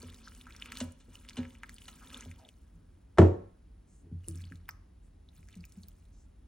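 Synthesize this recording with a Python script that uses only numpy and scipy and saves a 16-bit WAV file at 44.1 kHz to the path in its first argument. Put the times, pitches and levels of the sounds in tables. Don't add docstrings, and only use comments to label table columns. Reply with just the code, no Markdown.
import sys
import numpy as np
from scipy import signal
from scipy.fft import rfft, irfft
from scipy.io import wavfile

SR = 44100
rng = np.random.default_rng(int(sys.argv[2]) if len(sys.argv) > 2 else 0)


def dump(signal):
    limited = np.clip(np.atleast_2d(signal).T, -1, 1)
    pcm = np.round(limited * 32767).astype(np.int16)
    wavfile.write(sys.argv[1], SR, pcm)


N = 285674
TIME = np.arange(N) / SR
CUTOFF_HZ = 16200

# hardest moment in seconds, relative squelch and fizz
# levels in dB, swell and fade in seconds.
PUSHES = [(0.03, -64, -67.5, 0.2, 0.29), (0.39, -72, -73.5, 0.1, 0.09), (0.8, -57.5, -64, 0.21, 0.056),
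          (1.16, -66.5, -72, 0.052, 0.068), (1.38, -65, -72.5, 0.11, 0.18), (1.89, -68.5, -69, 0.32, 0.38),
          (2.17, -56, -62.5, 0.082, 0.074), (2.47, -76, -79, 0.21, 0.0083)]
SPOONFULS = [(4.3, -64, -60, 0.033, 0.061), (4.4, -63, -66, 0.079, 0.12), (5.38, -69.5, -61, 0.031, 0.037),
             (5.52, -64.5, -67, 0.034, 0.063), (5.73, -73, -68.5, 0.093, 0.24)]
# start in seconds, relative level in dB, pitch in Hz,
# swell in cycles, relative spray level in dB.
AIR_POCKETS = [(0.019, -48, 4380, 4.7, -60), (0.027, -50.5, 5670, 2.37, -53), (0.095, -53, 3200, 2.2, -73),
               (0.144, -48, 3730, 3.2, -56), (0.2751, -40, 1416, 1.4, -68), (0.282, -38, 5170, 0.64, -68),
               (0.32, -46.5, 1800, 0.48, -82), (0.349, -54, 8000, 0.7, -58),
               (0.4123, -41.5, 3400, 1.3, -62), (0.4682, -42.5, 1360, 1.36, -65.5),
               (0.5066, -47.5, 2354, 2.23, -65), (0.524, -43, 3680, 0.86, -74),
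               (0.549, -44.5, 1880, 0.81, -80), (0.564, -50, 5520, 4.4, -53.5),
               (0.6226, -28.5, 2880, 1.3, -60), (0.6583, -39.5, 2490, 1.4, -53),
               (0.7205, -28.5, 2020, 0.43, -46.5), (0.7538, -42, 3330, 0.8, -56),
               (0.7715, -28, 3610, 0.6, -49), (0.922, -41, 9250, 1.3, -68), (1.154, -44, 2810, 3.2, -55),
               (1.2502, -46.5, 2110, 0.48, -78), (1.2884, -35.5, 3040, 0.82, -53.5),
               (1.2958, -32.5, 5200, 0.65, -64), (1.307, -41.5, 2300, 0.85, -63),
               (1.4315, -41, 2200, 0.62, -76), (1.452, -40, 1970, 0.86, -79), (1.506, -48, 3000, 0.89, -69),
               (1.5518, -47.5, 2450, 1.12, -72), (1.6339, -28.5, 1700, 0.43, -58),
               (1.6933, -41, 1860, 1.2, -52), (1.7427, -41.5, 9980, 3.8, -68),
               (1.783, -42.5, 3070, 1.4, -60), (1.819, -45, 2940, 1.2, -70), (1.8555, -47, 3960, 1.6, -69),
               (2.103, -40.5, 3200, 0.54, -66), (2.1442, -34, 3360, 2.4, -61),
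               (2.1713, -43.5, 3640, 1.4, -59), (2.223, -45, 1960, 1.2, -62.5),
               (2.251, -47.5, 3230, 1.07, -58.5), (2.314, -43, 2270, 1.3, -60),
               (2.4505, -49.5, 3450, 2.7, -79), (2.4888, -45, 3100, 1.7, -60.5),
               (4.2426, -58.5, 2810, 4.3, -82), (4.2845, -23, 9530, 2, -53.5),
               (4.3569, -36, 8950, 1.22, -72), (4.4398, -45.5, 3152, 2, -76),
               (4.5216, -41.5, 1640, 1.3, -67), (4.5569, -54.5, 3820, 1.4, -68),
               (4.683, -49, 2000, 0.61, -70), (4.69, -27.5, 14380, 5, -64),
               (4.6907, -27.5, 1480, 0.29, -68), (4.6927, -45, 5080, 3.9, -76),
               (4.709, -43, 5780, 2.8, -67), (5.288, -52, 3735, 2.8, -79), (5.4292, -56.5, 2225, 1.5, -74),
               (5.4866, -52.5, 1760, 0.98, -62.5), (5.528, -54, 3500, 2, -73),
               (5.5422, -50, 2485, 1.7, -71), (5.554, -52.5, 5770, 1.8, -62.5),
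               (5.6065, -53, 4700, 2.6, -70), (5.64, -45, 2506, 2.1, -72), (5.722, -50, 6000, 1.16, -60.5),
               (5.8335, -48.5, 4200, 2.3, -62), (5.6525, -39.5, 14000, 2.4, -58),
               (5.8843, -33.5, 13840, 1.8, -63.5)]
# pitch in Hz, level in dB, T60 in seconds.
BOWL_MODES = [(1083, -29, .75), (1182, -25.5, .4), (1275, -19.5, 0.3), (4540, -42, .45), (5280, -26, 0.2),
              (6070, -27, 0.15), (7250, -32.5, 0.22)]


def from_db(db):
    return 10 ** (np.asarray(db) / 20)


def unit_rms(x):
    return x / np.sqrt(np.mean(x ** 2) + 1e-20)


def at_hz(points, hz):
    freqs, values = np.transpose(points)
    return np.interp(np.log(np.maximum(hz, 1)), np.log(freqs), values)


def colour(x, spectrum):
    gain = from_db(at_hz(spectrum, np.arange(N + 1) * SR / (2 * N)))
    return irfft(rfft(x, 2 * N) * gain)[..., :x.shape[-1]]


def add(out, start_s, sound):
    i = max(round(start_s * SR), 0)
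    out[i:i + len(sound)] += sound[:N - i]


def ring(x, modes):
    out = 0
    for k, (hz, db, t60) in enumerate(modes):
        radius, angle = from_db(-60 / (t60 * SR)), 2 * np.pi * hz / SR
        mode = signal.lfilter([0, np.sin(angle)], [1, -2 * radius * np.cos(angle), radius ** 2], x + 1e-18)
        out += (-1) ** k * from_db(db) * mode
    return out


def boom(modes, swell_cycles):
    t, out = TIME[:SR], 0
    for k, (hz, db, t60) in enumerate(modes):
        swell = 1 - np.exp(-(t * hz / swell_cycles) ** 2)
        out += (-1) ** k * swell * from_db(db - 60 * t / t60) * np.sin(2 * np.pi * hz * t)
    return out


def burst(low_hz, high_hz, decay_s):
    t = TIME[:SR // 4]
    band = signal.butter(2, [low_hz, high_hz], "band", fs=SR, output="sos")
    spurt = rng.standard_normal(len(t)) * np.exp(-t / decay_s)
    return signal.sosfilt(band, spurt + 1e-18) * np.sqrt(SR / 2 / (high_hz - low_hz))


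def bubble(hz, cycles, rise=0.033):
    age = TIME[:SR // 16] * hz / cycles
    envelope = age ** 2 * np.exp(2 * (1 - age))
    return envelope * np.sin(2 * np.pi * cycles * age * (1 + rise * (age / 2 - 1)))


def movement(moves):
    squelch, fizz = 0, 0
    for peak_s, squelch_db, fizz_db, swell_s, fade_s in moves:
        envelope = np.exp(np.minimum((TIME - peak_s) / swell_s, (peak_s - TIME) / fade_s))
        squelch = np.hypot(squelch, from_db(squelch_db) * envelope)
        fizz = np.hypot(fizz, from_db(fizz_db) * envelope)
    return squelch, fizz


def crackle(spectrum, per_s, spread_db, cycles, clump):
    pitches = np.geomspace(spectrum[0][0], min(spectrum[-1][0], CUTOFF_HZ), 24)
    clumps = np.exp(clump * np.interp(TIME, np.arange(512) / 70, rng.standard_normal(512)))
    born = rng.random(N) < per_s * clumps / np.mean(clumps) / SR
    sizes = born * from_db(spread_db * np.minimum(rng.exponential(1, N), 3)) * rng.choice([-1, 1], N)
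    pitch_index, out = rng.integers(0, len(pitches), N), 0
    for k, hz in enumerate(pitches):
        grains = signal.oaconvolve(sizes * (pitch_index == k), bubble(hz, cycles)[:SR // 50])[:N]
        out += unit_rms(grains) * np.sqrt(hz) * from_db(at_hz(spectrum, hz))
    return unit_rms(out)


def sauce(moves, squelch_spectrum, squelch_db, fizz_db, per_s):
    # frequency in Hz, level in dB.
    fizz_spectrum = [(3000, -23.5), (4500, -5), (6000, 1.5), (8000, 0), (10000, 6), (12500, -4),
                     (15500, -1)]
    squelch_gain, fizz_gain = movement(moves)
    squelch = crackle(squelch_spectrum, per_s, spread_db=3.0, cycles=3.2, clump=.45)
    fizz = crackle(fizz_spectrum, per_s, spread_db=5.0, cycles=2.5, clump=.8)
    return squelch_gain * from_db(squelch_db) * squelch + fizz_gain * from_db(fizz_db) * fizz


def small_pockets(moves, over_squelch_db, knee_db):
    median_gap_s, median_hz, spread_octaves = 1 / 36, 3200, 0.62
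    spread_db, spray_db = 5, -16.5
    swell_s = 0.00064
    squelch, _ = movement(moves)
    gap, size, pitch = np.clip(rng.standard_normal((400, 3)), -2, 2).T
    starts = np.cumsum(np.exp(.5 * gap)) * median_gap_s
    squelch_db = 20 * np.log10(np.interp(starts, TIME, squelch) + 1e-18)
    db = np.minimum(squelch_db + over_squelch_db, knee_db) + spread_db * size
    hz = median_hz * 2 ** (spread_octaves * pitch)
    heard = (starts < TIME[-1]) & (db > -75)
    return list(np.transpose([starts, db, hz, hz * swell_s, db + spray_db])[heard])


def pops(pop_db, spray_db, spray_s, tear_db, lowest_hz):
    out = np.zeros(N)
    in_pot = small_pockets(PUSHES, over_squelch_db=10, knee_db=-58)
    in_bowl = small_pockets(SPOONFULS, over_squelch_db=8.5, knee_db=-50)
    for start, db, hz, cycles, fine_db in AIR_POCKETS + in_pot + in_bowl:
        add(out, start, from_db(db + pop_db) * bubble(hz, max(cycles, .5)))
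        add(out, start, from_db(fine_db + spray_db) * burst(4100, 12500, spray_s))
        for when, size, pitch in rng.uniform(-1, 1, (5, 3)):
            tear = bubble(min(hz * 1.5 ** pitch, CUTOFF_HZ), cycles=1.2)
            add(out, start + 0.00091 + 0.0083 * when, from_db(db + tear_db + 4 * size) * tear)
    return signal.sosfilt(signal.butter(4, lowest_hz, "high", fs=SR, output="sos"), out)


def pot(nudge, murmur_db, thud_db):
    # pitch in Hz, level in dB, T60 in seconds.
    pot_modes = [(205, -9, .09), (243, 0, .21), (259, -6, .13), (334, -16, .11), (470, -16, .06),
                 (538, -20, .28), (768, -32, .33), (910, -32, .38), (991, -31, .38), (1297, -34, .33),
                 (1490, -34, .28), (1660, -33, .28), (1830, -37, .36), (2285, -35, .36), (2422, -35, .36),
                 (2830, -35, .28), (3290, -37, .3)]
    # start in seconds, pot and counter levels in dB.
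    thumps = [(0.031, -45, -49), (0.811, -29, -42.5), (1.082, -51, -56.5), (1.3749, -34.5, -41),
              (1.3826, -28.5, -44), (2.258, -44.5, -45.5)]
    effort, _ = movement(PUSHES)
    stirring = (effort / effort.max()) ** 0.7
    damped_modes = [(hz, db, t60 / 3) for hz, db, t60 in pot_modes]
    out = from_db(murmur_db) * stirring * unit_rms(ring(rng.standard_normal(N), damped_modes))
    body = boom(pot_modes, swell_cycles=0.35)
    for start, pot_db, counter_db in thumps:
        add(out, start, from_db(pot_db) * body + from_db(counter_db) * nudge)
        add(out, start, from_db(pot_db + thud_db) * burst(280, 553, decay_s=0.008))
    return out


def slides(width):
    # start and end in
    # seconds, level in dB, centre in Hz, # ratio of last pitch to first.
    strokes = [(0.229, 0.278, -62.5, 4815, 1.13), (0.463, 0.519, -62, 1630, 1.2),
               (2.009, 2.052, -59, 1214, 0.79), (2.373, 2.487, -66.5, 717, 0.7),
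               (2.604, 3.053, -87.5, 1386, 1.1), (2.735, 2.788, -58.5, 173, 0.77),
               (3.867, 4.031, -72.5, 8050, 1.1), (4.029, 4.14, -65, 349.5, 0.89),
               (5.022, 5.094, -78.5, 8950, 1.2), (5.525, 5.562, -72, 2309, 0.6),
               (6.119, 6.264, -75.5, 6740, 1.2)]
    out = np.zeros(N)
    for start, end, db, hz, glide in strokes:
        progress = np.linspace(0, 1, round((end - start) * SR))
        carrier = np.exp(2j * np.pi * np.cumsum(hz * glide ** (progress - .5)) / SR)
        lowpass = signal.butter(2, np.clip(width * hz, 20, 5000), fs=SR, output="sos")
        noise = signal.sosfilt(lowpass, rng.standard_normal((2, SR // 2)))[:, -len(progress):]
        band = unit_rms(noise[0] * carrier.real + noise[1] * carrier.imag)
        swell = np.sqrt(np.abs(np.sin(np.pi * progress)))
        add(out, start, from_db(db) * band * swell)
    return out


def skids(ring_db, slips_per_s, grit_db):
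    # start in seconds, relative level in dB, bright rasp in dB, chatter decay in seconds.
    touches = [(0.8027, -27.5, -37.5, 0.0076), (1.001, -55.5, -65, 0.016), (1.3685, -34.5, -53.5, 0.014),
               (1.8815, -32.5, -51.5, 0.0039), (2.13, -50, -56, 0.012), (2.2077, -41.5, -40.5, 0.0017)]
    # pitch in Hz, level in dB, T60 in seconds.
    wall_modes = [(1030, -17, 0.19), (1460, -10, 0.042), (2510, -7, 0.017), (2820, -4.5, 0.041),
                  (3046, 1.5, 0.011), (3500, -8, 0.035), (4020, -3.5, 0.024), (5180, -21, 0.015),
                  (5940, -20, 0.074)]
    slips, grinding, t = np.zeros(N), np.zeros(N), TIME[:SR // 8]
    for start, db, rasp_db, decay_s in touches:
        slipping = rng.random(len(t)) < slips_per_s / SR
        chatter = slipping * rng.uniform(-0.33, 1, len(t)) * np.exp(-t / decay_s)
        chatter[0] = 1.0
        add(slips, start, from_db(db + ring_db) * chatter)
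        add(grinding, start, from_db(rasp_db) * burst(5900, 8400, decay_s))
        add(grinding, start, from_db(db + grit_db) * burst(690, 3900, 2 * decay_s))
    return ring(slips, wall_modes) + grinding


def knocks(clack_s, rattle_db, rattle_s):
    # start in seconds,
    # boom and clack levels in dB.
    contacts = [(3.1741, -49.5, -35), (3.1835, -6.5, -11), (3.2159, -21.5, -28.5), (3.2485, -41, -49),
                (3.323, -45.5, -63)]
    # pitch in Hz, level in dB, T60 in seconds.
    counter_modes = [(63, -20, 0.32), (92.4, 4, 0.26), (119, -3, .16), (160, -11, 0.2), (189, -4.5, 0.2),
                     (221, -13, 0.15), (305, -12.5, 0.23), (345, -14, 0.25), (374.6, 2, 0.075),
                     (413, -8, 0.12), (472, -8, 0.09), (560, -6.5, 0.07), (640, -22, 0.2),
                     (741.4, -18, .12), (926, -26, 0.22), (989, -21, 0.14), (1080, -8, 0.05),
                     (1338, -14, 0.05), (1770, -23, 0.07), (3080, -27, 0.04)]
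    # frequency in Hz, level in dB.
    clack_spectrum = [(90, -15), (220, -3), (450, 8.5), (1100, -3), (1700, -3.5), (2200, -16), (3000, -16),
                      (4500, -27.5), (7500, -30), (10000, -35), (15000, -54)]
    rattle_spectrum = [(120, -8.5), (220, 10), (400, 2.5), (600, -5.5), (850, -4), (1300, -14.5),
                       (2200, -22), (3200, -29.5), (4500, -36.5), (7500, -35), (10000, -46), (15000, -57.5)]
    out, t = np.zeros(N), TIME[:SR]
    body = boom(counter_modes, swell_cycles=2.1)
    clack_noise = unit_rms(colour(rng.standard_normal(N), clack_spectrum))
    rattle_noise = unit_rms(colour(rng.standard_normal(N), rattle_spectrum))
    attack = 1 - np.exp(-t / 0.00072)
    for k, (start, body_db, clack_db) in enumerate(contacts):
        stretch = slice(k * SR, (k + 1) * SR)
        clack = clack_noise[stretch] * np.exp(-t / clack_s)
        rattle = from_db(rattle_db) * rattle_noise[stretch] * np.exp(-t / rattle_s)
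        add(out, start, from_db(body_db) * body + from_db(clack_db) * (clack + rattle) * attack)
    return out


def bowl_ring(set_down_s, set_down_db, pop_db):
    taps = np.zeros(N)
    add(taps, set_down_s, from_db([set_down_db]))
    for start, db, hz, *_ in AIR_POCKETS:
        if start > set_down_s:
            add(taps, start, from_db([db + pop_db]) * min(1, 1600 / hz))
    return ring(taps, BOWL_MODES)


def plops(nudge, splat_db, sag, sag_s):
    # start in seconds, first pitch in Hz, plop and counter levels in dB, swell in seconds.
    lumps = [(4.031, 312.5, -57.5, -53.5, 0.01), (4.115, 250, -44, -38, 0.0067),
             (4.279, 373, -43, -38.5, 0.0083), (4.348, 306, -52.5, -44, 0.0094),
             (4.426, 251, -50.5, -46.5, 0.0055), (4.512, 302, -51.5, -46, 0.008),
             (4.695, 201, -58, -56.5, 0.009), (5.378, 162, -62, -54, 0.009),
             (5.56, 221, -43.5, -53.5, 0.015), (5.771, 233, -45, -53, 0.011)]
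    out, t = np.zeros(N), TIME[:SR // 4]
    for start, hz, plop_db, counter_db, swell_s in lumps:
        pitch = hz * (1 - sag * (1 - np.exp(-t / sag_s)))
        envelope = t / swell_s * np.exp(1 - t / swell_s)
        plop = envelope * np.sin(2 * np.pi * np.cumsum(pitch) / SR)
        splat = from_db(splat_db) * burst(hz / 2, 0.89 * hz, decay_s=0.01)
        add(out, start, from_db(plop_db) * (plop + splat))
        add(out, start, from_db(counter_db) * nudge)
    return out


def vessel_echoes(x, echo_db, decay_s, width):
    # frequency in Hz, relative level in dB.
    wall_spectrum = [(100, -17.5), (400, -4.5), (1100, 2.5), (3000, -1.5), (8000, 1.5), (15000, -2)]
    t = TIME[:SR // 20]
    mid, side = colour(rng.standard_normal((2, len(t))), wall_spectrum)
    echoes = (mid + width * side * [[1], [-1]]) * np.exp(-t / decay_s) * (t > .0008)
    echoes *= from_db(echo_db) / np.sqrt(np.sum(echoes ** 2) / 2)
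    return x + signal.oaconvolve(x[None], echoes, axes=1)[:, :N]


def kitchen_reverb(x, first_echo_s, cut_s):
    # frequency in Hz, level in dB.
    room_spectrum = [(60, -6.5), (200, -6), (500, 1.5), (1200, -13.5), (3000, -18.5), (8000, -13.5),
                     (11000, -19.5), (15000, -32)]
    side_spectrum = [(60, -26.5), (150, -17.5), (300, -12), (600, 3), (1200, 1), (12000, -7)]
    # frequency in Hz, T60 in seconds.
    room_t60 = [(100, 0.34), (500, 0.36), (1500, 0.54), (5000, 0.51), (14000, 0.17)]
    t, tail = TIME[:SR * 2 // 3], 0
    edges = 55 * 2 ** np.arange(0, 8.6, .5)
    for low, high in zip(edges, edges[1:]):
        hz = np.sqrt(low * high)
        bandpass = signal.butter(2, [low, high], "band", fs=SR, output="sos")
        mid, side = signal.sosfilt(bandpass, rng.standard_normal((2, len(t))))
        fade = from_db(-60 * t / at_hz(room_t60, hz)) * (t > first_echo_s)
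        band = (mid + from_db(at_hz(side_spectrum, hz)) * side * [[1], [-1]]) * fade
        gain = from_db(at_hz(room_spectrum, hz)) * np.sqrt((high - low) / (SR / 2) / len(t))
        tail += gain * unit_rms(band)
    before = TIME < cut_s
    return sum(part * signal.fftconvolve(x * part, tail, axes=1)[:, :N] for part in (before, ~before))


def noise_floor(level_db):
    # frequency in Hz, relative level in dB.
    floor_spectrum = [(15, -40), (25, -18.5), (43, 4), (97, -4), (120, -16), (175, -12), (215, -15.5),
                      (309, -19.5), (394, -26), (531, -32.5), (1520, -39), (5000, -47.5), (9070, -51.5),
                      (10100, -38), (11900, -74.5), (16000, -49.5)]
    side_spectrum = [(30, -25), (100, -23), (250, -9.5), (600, 6.5), (2000, -12), (12000, -7.5)]
    mid, side = colour(rng.standard_normal((2, N)), floor_spectrum)
    return from_db(level_db) * unit_rms(mid + colour(side, side_spectrum) * [[1], [-1]])


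def scene():
    # frequency in Hz, level in dB.
    pot_squelch = [(350, -0.5), (750, -14.5), (1100, 5.5), (1800, -2), (3000, 1), (4200, -8), (6000, -21)]
    bowl_squelch = [(1000, -2), (1600, 1), (2100, 0), (2600, 4), (3200, -5), (4200, 0.5), (6000, -24)]
    stirred = sauce(PUSHES, pot_squelch, squelch_db=1.5, fizz_db=7.0, per_s=3000)
    served = sauce(SPOONFULS, bowl_squelch, squelch_db=-5.0, fizz_db=-1.0, per_s=2500)
    wet = stirred + served + from_db(-27) * ring(served, BOWL_MODES[:2])
    wet += pops(pop_db=1.5, spray_db=7.5, spray_s=0.0022, tear_db=-17.0, lowest_hz=900)
    wet += skids(ring_db=-11.5, slips_per_s=1600, grit_db=-14.0)
    wet += slides(width=0.18)
    nudge = boom([(90.5, 13.5, 0.23), (122.3, -1.0, 0.18), (161.2, 0.5, 0.2)], swell_cycles=2.28)
    blows = plops(nudge, splat_db=-1.5, sag=0.282, sag_s=0.025)
    blows += knocks(clack_s=0.0068, rattle_db=-7.5, rattle_s=0.042)
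    blows += bowl_ring(set_down_s=3.1835, set_down_db=-31, pop_db=-14.0)
    near = vessel_echoes(wet, echo_db=-10.0, decay_s=.005, width=0.46)
    near += vessel_echoes(blows, echo_db=-18.5, decay_s=0.0035, width=0.98)
    steel = pot(nudge, murmur_db=-55, thud_db=-8.5)
    reverb = kitchen_reverb(near + from_db(-4) * steel, first_echo_s=0.004, cut_s=2.505)
    return near + steel + reverb + noise_floor(level_db=-56.0)


def record(dry):
    port_hz, port_q, ceiling = 12500, 1.5, 1.1
    _, poles = signal.iirnotch(port_hz, port_q, fs=SR)
    right = signal.lfilter(poles[::-1], poles, dry[1])
    rounded = ceiling * np.tanh(np.array([dry[0], right]) / ceiling)
    return signal.sosfilt(signal.ellip(10, .3, 80, CUTOFF_HZ, fs=SR, output="sos"), rounded)


dry = scene()
out = record(dry)
dump(out)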